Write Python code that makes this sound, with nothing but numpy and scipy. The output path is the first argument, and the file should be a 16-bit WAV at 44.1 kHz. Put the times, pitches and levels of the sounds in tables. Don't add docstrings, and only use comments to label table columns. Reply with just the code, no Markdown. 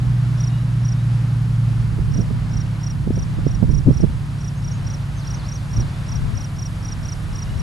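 import sys
import numpy as np
from scipy import signal
from scipy.fft import rfft, irfft, next_fast_len
from scipy.io import wavfile
from scipy.ndimage import map_coordinates

SR = 44100
rng = np.random.default_rng(int(sys.argv[2]) if len(sys.argv) > 2 else 0)


def int16_out(signal):
    q = np.round(np.clip(np.atleast_2d(signal).T, -1, 1) * 32767)
    wavfile.write(sys.argv[1], SR, q.astype(np.int16))


N = 336042


def amp(db):
    return 10 ** (np.asarray(db) / 20)


def along(points, hz):
    point_hz, values = np.transpose(points)
    return np.interp(np.log(hz + 1e-9), np.log(point_hz), values)


def automation(points):
    times, values = np.transpose(points)
    return np.interp(np.arange(N) / SR, times, values)


def wobble(rate_hz):
    position = np.arange(N) * rate_hz / SR
    knots = rng.standard_normal(int(position[-1]) + 4)
    coarse = position[::16]
    return np.interp(position, coarse, map_coordinates(knots, [coarse]))


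def glide(hz):
    return np.sin(2 * np.pi * np.cumsum(hz) / SR)


def filtered(x, response):
    n = x.shape[-1]
    padded = next_fast_len(n + 8192)
    return irfft(rfft(x, padded) * response(np.fft.rfftfreq(padded, 1 / SR)), padded)[..., :n]


def stereo_noise(spectrum, correlation):
    def mid_side_gains(hz):
        angle = np.arccos(np.clip(along(correlation, hz), -1, 1)) / 2
        return amp(along(spectrum, hz)) * [np.cos(angle), np.sin(angle)]
    mid, side = filtered(rng.standard_normal((2, N)), mid_side_gains)
    noise = np.array([mid + side, mid - side])
    return noise / np.sqrt(np.mean(noise ** 2) + 1e-20)


def stalk_scatter(x, t60_s, wet_db):
    t = np.arange(SR // 3) / SR
    tail = rng.standard_normal(len(t)) * amp(-60 * t / t60_s)
    return x + amp(wet_db) * signal.fftconvolve(x, tail / np.linalg.norm(tail))[:N]


# frequency_hz, gain_db
AIR_EQ = [(60, -9.5), (200, 10.5), (300, 1), (420, -1.5), (700, -.5), (1000, 0), (1400, -1), (2000, -5),
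          (3000, -8.5), (5000, -13.5), (7000, -21), (12000, -45)]
LEAF_EQ = [(1000, -20), (3000, -3), (5000, -6.5), (7000, 0.5), (9000, 1.5), (11500, -1)]
# time_s, level_db
AIR_FADER = [(0, -39.5), (3.7, -41), (6, -39), (7.62, -39.6)]
LEAF_FADER = [(0, -57.5), (3.7, -58), (7.62, -55)]
# frequency_hz, correlation
BED_IMAGE = [(100, .45), (250, 0.88), (600, 0.74), (1200, 0.58), (2500, 0.13), (3600, 0.29), (5000, 1),
             (11000, 1)]


def air_and_leaves(leaf_trim_db=4.5, swell_db=0.66):
    air = amp(automation(AIR_FADER) + swell_db * wobble(5)) * stereo_noise(AIR_EQ, BED_IMAGE)
    leaf_db = automation(LEAF_FADER) + leaf_trim_db + swell_db * wobble(7.5) / 2
    return air + amp(leaf_db) * stereo_noise(LEAF_EQ, BED_IMAGE)


# start_s, length_s, from_hz, to_hz, level_db
WHISTLE_CUES = [(.28, .4, 3370, 4020, -54), (0.498, .13, 2820, 2950, -53), (.91, .15, 3480, 4000, -54),
                (4.55, .05, 6250, 6550, -53), (4.71, .05, 6300, 6720, -46), (5.918, .09, 3380, 3720, -52),
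                (7.44, .13, 2760, 3030, -53.5), (7.46, .1, 3670, 4080, -54)]
# time_s, pitch_hz, level_db
SWOOP_SHAPE = [(0, 5890, -11), (.03, 6400, 3), (.043, 6100, -5), (.055, 5100, -5), (.072, 4295, 0),
               (.102, 3300, -7.5), (.125, 4450, -3), (.148, 5200, -9)]
# start_s, level_db
SWOOP_CUES = [(4.9, -51), (5.146, -46), (5.328, -44.5), (5.515, -46.5), (5.75, -49), (6.135, -52)]


def birds(trim_db=-2, waver_db=3):
    song = np.zeros(N)
    for start_s, length_s, from_hz, to_hz, level_db in WHISTLE_CUES:
        progress = np.linspace(0, 1, round(length_s * SR))
        arch = np.sqrt(np.abs(np.sin(np.pi * progress)))
        add(song, start_s, amp(level_db) * arch * glide(from_hz + (to_hz - from_hz) * progress))
    times, swoop_hz, swoop_db = np.transpose(SWOOP_SHAPE)
    t = np.arange(round(times[-1] * SR)) / SR
    swoop = amp(np.interp(t, times, swoop_db)) * glide(np.interp(t, times, swoop_hz))
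    for start_s, level_db in SWOOP_CUES:
        add(song, start_s, amp(level_db) * swoop)
    return stalk_scatter(song * amp(trim_db + waver_db * wobble(70)), t60_s=0.23, wet_db=-5)


def add(track, start_s, sound):
    start = max(round(start_s * SR), 0)
    part = track[..., start:start + sound.shape[-1]]
    part += sound[..., :part.shape[-1]]


# frequency_hz, gain_db
RUMBLE_EQ = [(12, -11), (25, -1.5), (45, 2), (80, 2.5), (140, -4), (220, -13.5), (330, -25), (500, -34),
             (1000, -64), (3000, -120)]
# centre_s, level_db, width_s, left_minus_right_db
GUST_CUES = [(.1, -31, 0.12, -3), (2.18, -23, .23, -9), (3.13, -22, 0.091, -4), (3.55, -22, 0.14, -6),
             (3.74, -22.5, .04, -17.5), (4, -21.5, .09, -5), (4.8, -30.5, 0.088, 5), (5.8, -20.5, .035, 1),
             (6.24, -25, .06, 9), (7.62, -27, 0.11, 6)]


def breeze(calm_db=-37.5, freshen_db_per_s=0.73, lumps_db=2):
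    t = np.arange(N) / SR
    power = amp(calm_db + freshen_db_per_s * t) ** 2
    for centre_s, level_db, width_s, pan_db in GUST_CUES:
        sides = amp(level_db + np.array([[pan_db], [-pan_db]]) / 2)
        power = power + sides ** 2 * np.exp(-((t - centre_s) / width_s) ** 2 / 2)
    lumps = amp(lumps_db * np.array([wobble(12), wobble(11)]))
    return np.sqrt(power) * lumps * stereo_noise(RUMBLE_EQ, correlation=[(30, .05), (200, 0.35)])


# centre_s, level_db, width_s, eddy_hz, left_minus_right_db
PUFF_CUES = [(1.991, -10, 0.0065, 169, -14), (2.163, -9, 0.0069, 125, -17), (2.19, -10, .009, 180, -12),
             (2.212, -8.5, .0084, 165, -17), (2.311, -11.5, .007, 185, -17), (3.076, -9, .0045, 203, -12),
             (3.107, -7, 0.0042, 210, 7), (3.177, -6.5, .0058, 180, -10), (3.388, -13, 0.0059, 160, -15),
             (3.468, -1.5, 0.0048, 129, -20), (3.629, -0.5, 0.0048, 198, -20), (3.639, -1, .0073, 136, -20),
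             (3.704, -8.5, .015, 137, -21), (3.871, 2, 0.0079, 120, 15), (3.888, .5, 0.011, 186, 5.5),
             (3.909, -0.5, 0.0083, 147, -18), (4.004, -10.5, 0.0046, 150, 14),
             (4.039, 2.5, 0.0094, 166, -25), (5.8, -8.5, 0.019, 110, -3)]
# multiple_of_eddy_pitch, gain_db
CHURN_EQ = [(.1, -10), (.4, -2.5), (1, -2), (1.5, -5.5), (2.5, -18), (4, -32.5), (7, -46.5), (14, -70),
            (40, -120)]
# frequency_hz, gain_db
SNAP_EQ = [(20, -16), (120, -2.5), (300, -1.5), (550, -10.5), (900, -28.5), (1500, -54), (3000, -100)]


def puffs(trim_db=-3.0, turbulence=0.7, snap_db=3.0, tight_s=0.0041):
    ports = np.zeros((2, N))
    t = np.arange(-SR // 10, SR // 10) / SR
    core = filtered((t == 0) * 1., lambda hz: amp(along(SNAP_EQ, hz)))
    suction = -amp(snap_db) * core / core.max()
    for centre_s, level_db, width_s, eddy_hz, pan_db in PUFF_CUES:
        snap = min(tight_s / width_s, 1) ** 1.26
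        swell = np.exp(-(t / width_s) ** 2 / 2)
        noise = rng.standard_normal(len(t))
        churn = swell * filtered(noise, lambda hz: amp(along(CHURN_EQ, hz / eddy_hz)))
        churn *= np.linalg.norm(swell) / np.linalg.norm(churn)
        swing = -swell * np.cos(2 * np.pi * eddy_hz * t + rng.normal(0, .6))
        pressure = turbulence * (1 - snap / 2) * churn + 0.64 * swing + snap * suction
        sides = amp(np.minimum([[pan_db], [-pan_db]], 0))
        add(ports, centre_s + t[0], amp(level_db + trim_db) * sides * pressure)
    return ports


# time_s, cycle_hz
SLOWING_SPEED = [(0, 24.25), (2.75, 22.28), (4.65, 21.13), (7.62, 20.65)]
SAGGING_SPEED = [(0, 30.78), (2.75, 29.46), (5, 28.0), (5.75, 28.05), (7.62, 29.5)]
# time_s, load_db
SLOWING_EFFORT = [(0, .7), (1.7, 1), (2.1, -4), (4.4, -9.5), (7.62, -12)]
SAGGING_EFFORT = [(0, 0.5), (4.6, 1.5), (6.6, -3)]
# multiple_of_cycle_rate, level_db, db_per_load_db
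SLOWING_EXHAUST = [(2, -37, .5), (3, -40, .2), (4, -41, .4), (5, -19.7, 1), (6, -27.5, .9), (7, -39, .9),
                   (8, -47, .6), (10, -48, .8), (12, -51, .6)]
SAGGING_EXHAUST = [(2, -36, .3), (3, -45, -2.2), (4, -37, .9), (5, -29.5, .8), (6, -35, .9), (7, -48, .8),
                   (8, -47, .6), (10, -52, 0), (11, -55, .2)]


def engine(speed, load, exhaust, pan_db, flutter_db, drift_rad):
    cycle_phase = 2 * np.pi * np.cumsum(automation(speed)) / SR
    load_db = automation(load)
    drone = np.zeros(N)
    for order, level_db, db_per_load_db in exhaust:
        phase = order * cycle_phase + rng.uniform(0, 2 * np.pi) + drift_rad * wobble(3.4)
        rms = amp(level_db + db_per_load_db * load_db + flutter_db * wobble(5))
        drone += np.sqrt(2) * rms * np.sin(phase)
    return drone * amp([[pan_db / 2], [-pan_db / 2]])


# time_s, level_db
CHIRP_CUES = [(.442, -32), (.890, -36), (2.178, -34), (2.575, -34), (2.873, -32), (3.195, -36),
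              (3.516, -37), (3.750, -36), (3.978, -35.5), (4.449, -36.5), (4.684, -35.5), (4.908, -35),
              (5.311, -32.5), (5.525, -32.5), (5.772, -30.5), (6.125, -33.5), (6.412, -33), (6.628, -32.5),
              (6.890, -30), (7.092, -31), (7.392, -32.5), (7.635, -35.5)]
# centre_offset_s, level_db, length_s, skipped_fraction
WING_STROKES = [(-.0565, -7, 0.0177, 0.51), (-.034, -3, .0225, 0), (-.001, -2, .0222, 0),
                (.035, -1.6, .0233, 0)]
# progress_fraction, pitch_hz, level_db
STROKE_SHAPE = [(0, 5680, -23), (.17, 5736, -10), (.38, 5720, -3.5), (.53, 5720, -1), (.65, 5645, -3),
                (.77, 5290, -7.5), (.89, 5050, -12.5), (1, 4780, -21)]


def cricket(trim_db=3, scatter_db=1.0, pitch_scatter=.0022, tooth_jitter=0.0043, rough_db=1.9):
    song = np.zeros(N)
    marks, shape_hz, shape_db = np.transpose(STROKE_SHAPE)
    tooth_catch = wobble(700)
    for time_s, chirp_db in CHIRP_CUES:
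        for offset_s, stroke_db, length_s, skipped in WING_STROKES:
            progress = np.linspace(skipped, 1, round(length_s * SR))
            strength, detune = rng.standard_normal(2)
            uneven = tooth_catch[rng.integers(N // 2):][:len(progress)]
            bend = 1 + pitch_scatter * detune + tooth_jitter * uneven
            pitch_hz = np.interp(progress, marks, shape_hz) * bend
            tone = amp(np.interp(progress, marks, shape_db)) * glide(pitch_hz)
            force = amp(chirp_db + stroke_db + scatter_db * strength)
            grip = np.minimum((progress - skipped) / (0.061 + skipped / 2), 1)
            add(song, time_s + offset_s - length_s / 2, force * grip * tone)
    return stalk_scatter(song * amp(trim_db + rough_db * wobble(400)), t60_s=0.15, wet_db=-18.5)


def scene():
    slowing = engine(SLOWING_SPEED, SLOWING_EFFORT, SLOWING_EXHAUST,
                     pan_db=-1.1, flutter_db=0.8, drift_rad=0.062)
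    sagging = engine(SAGGING_SPEED, SAGGING_EFFORT, SAGGING_EXHAUST,
                     pan_db=-1.0, flutter_db=0.6, drift_rad=0.15)
    return cricket() + birds() + slowing + sagging + puffs() + breeze() + air_and_leaves()


def record(dry):
    cutoff_hz = 11950
    clipped = dry / (1 + np.abs(dry) ** 8) ** (1 / 8)
    return filtered(clipped, lambda hz: 1 / np.sqrt(1 + (hz / cutoff_hz) ** 160))


dry = scene()
out = record(dry)
int16_out(out)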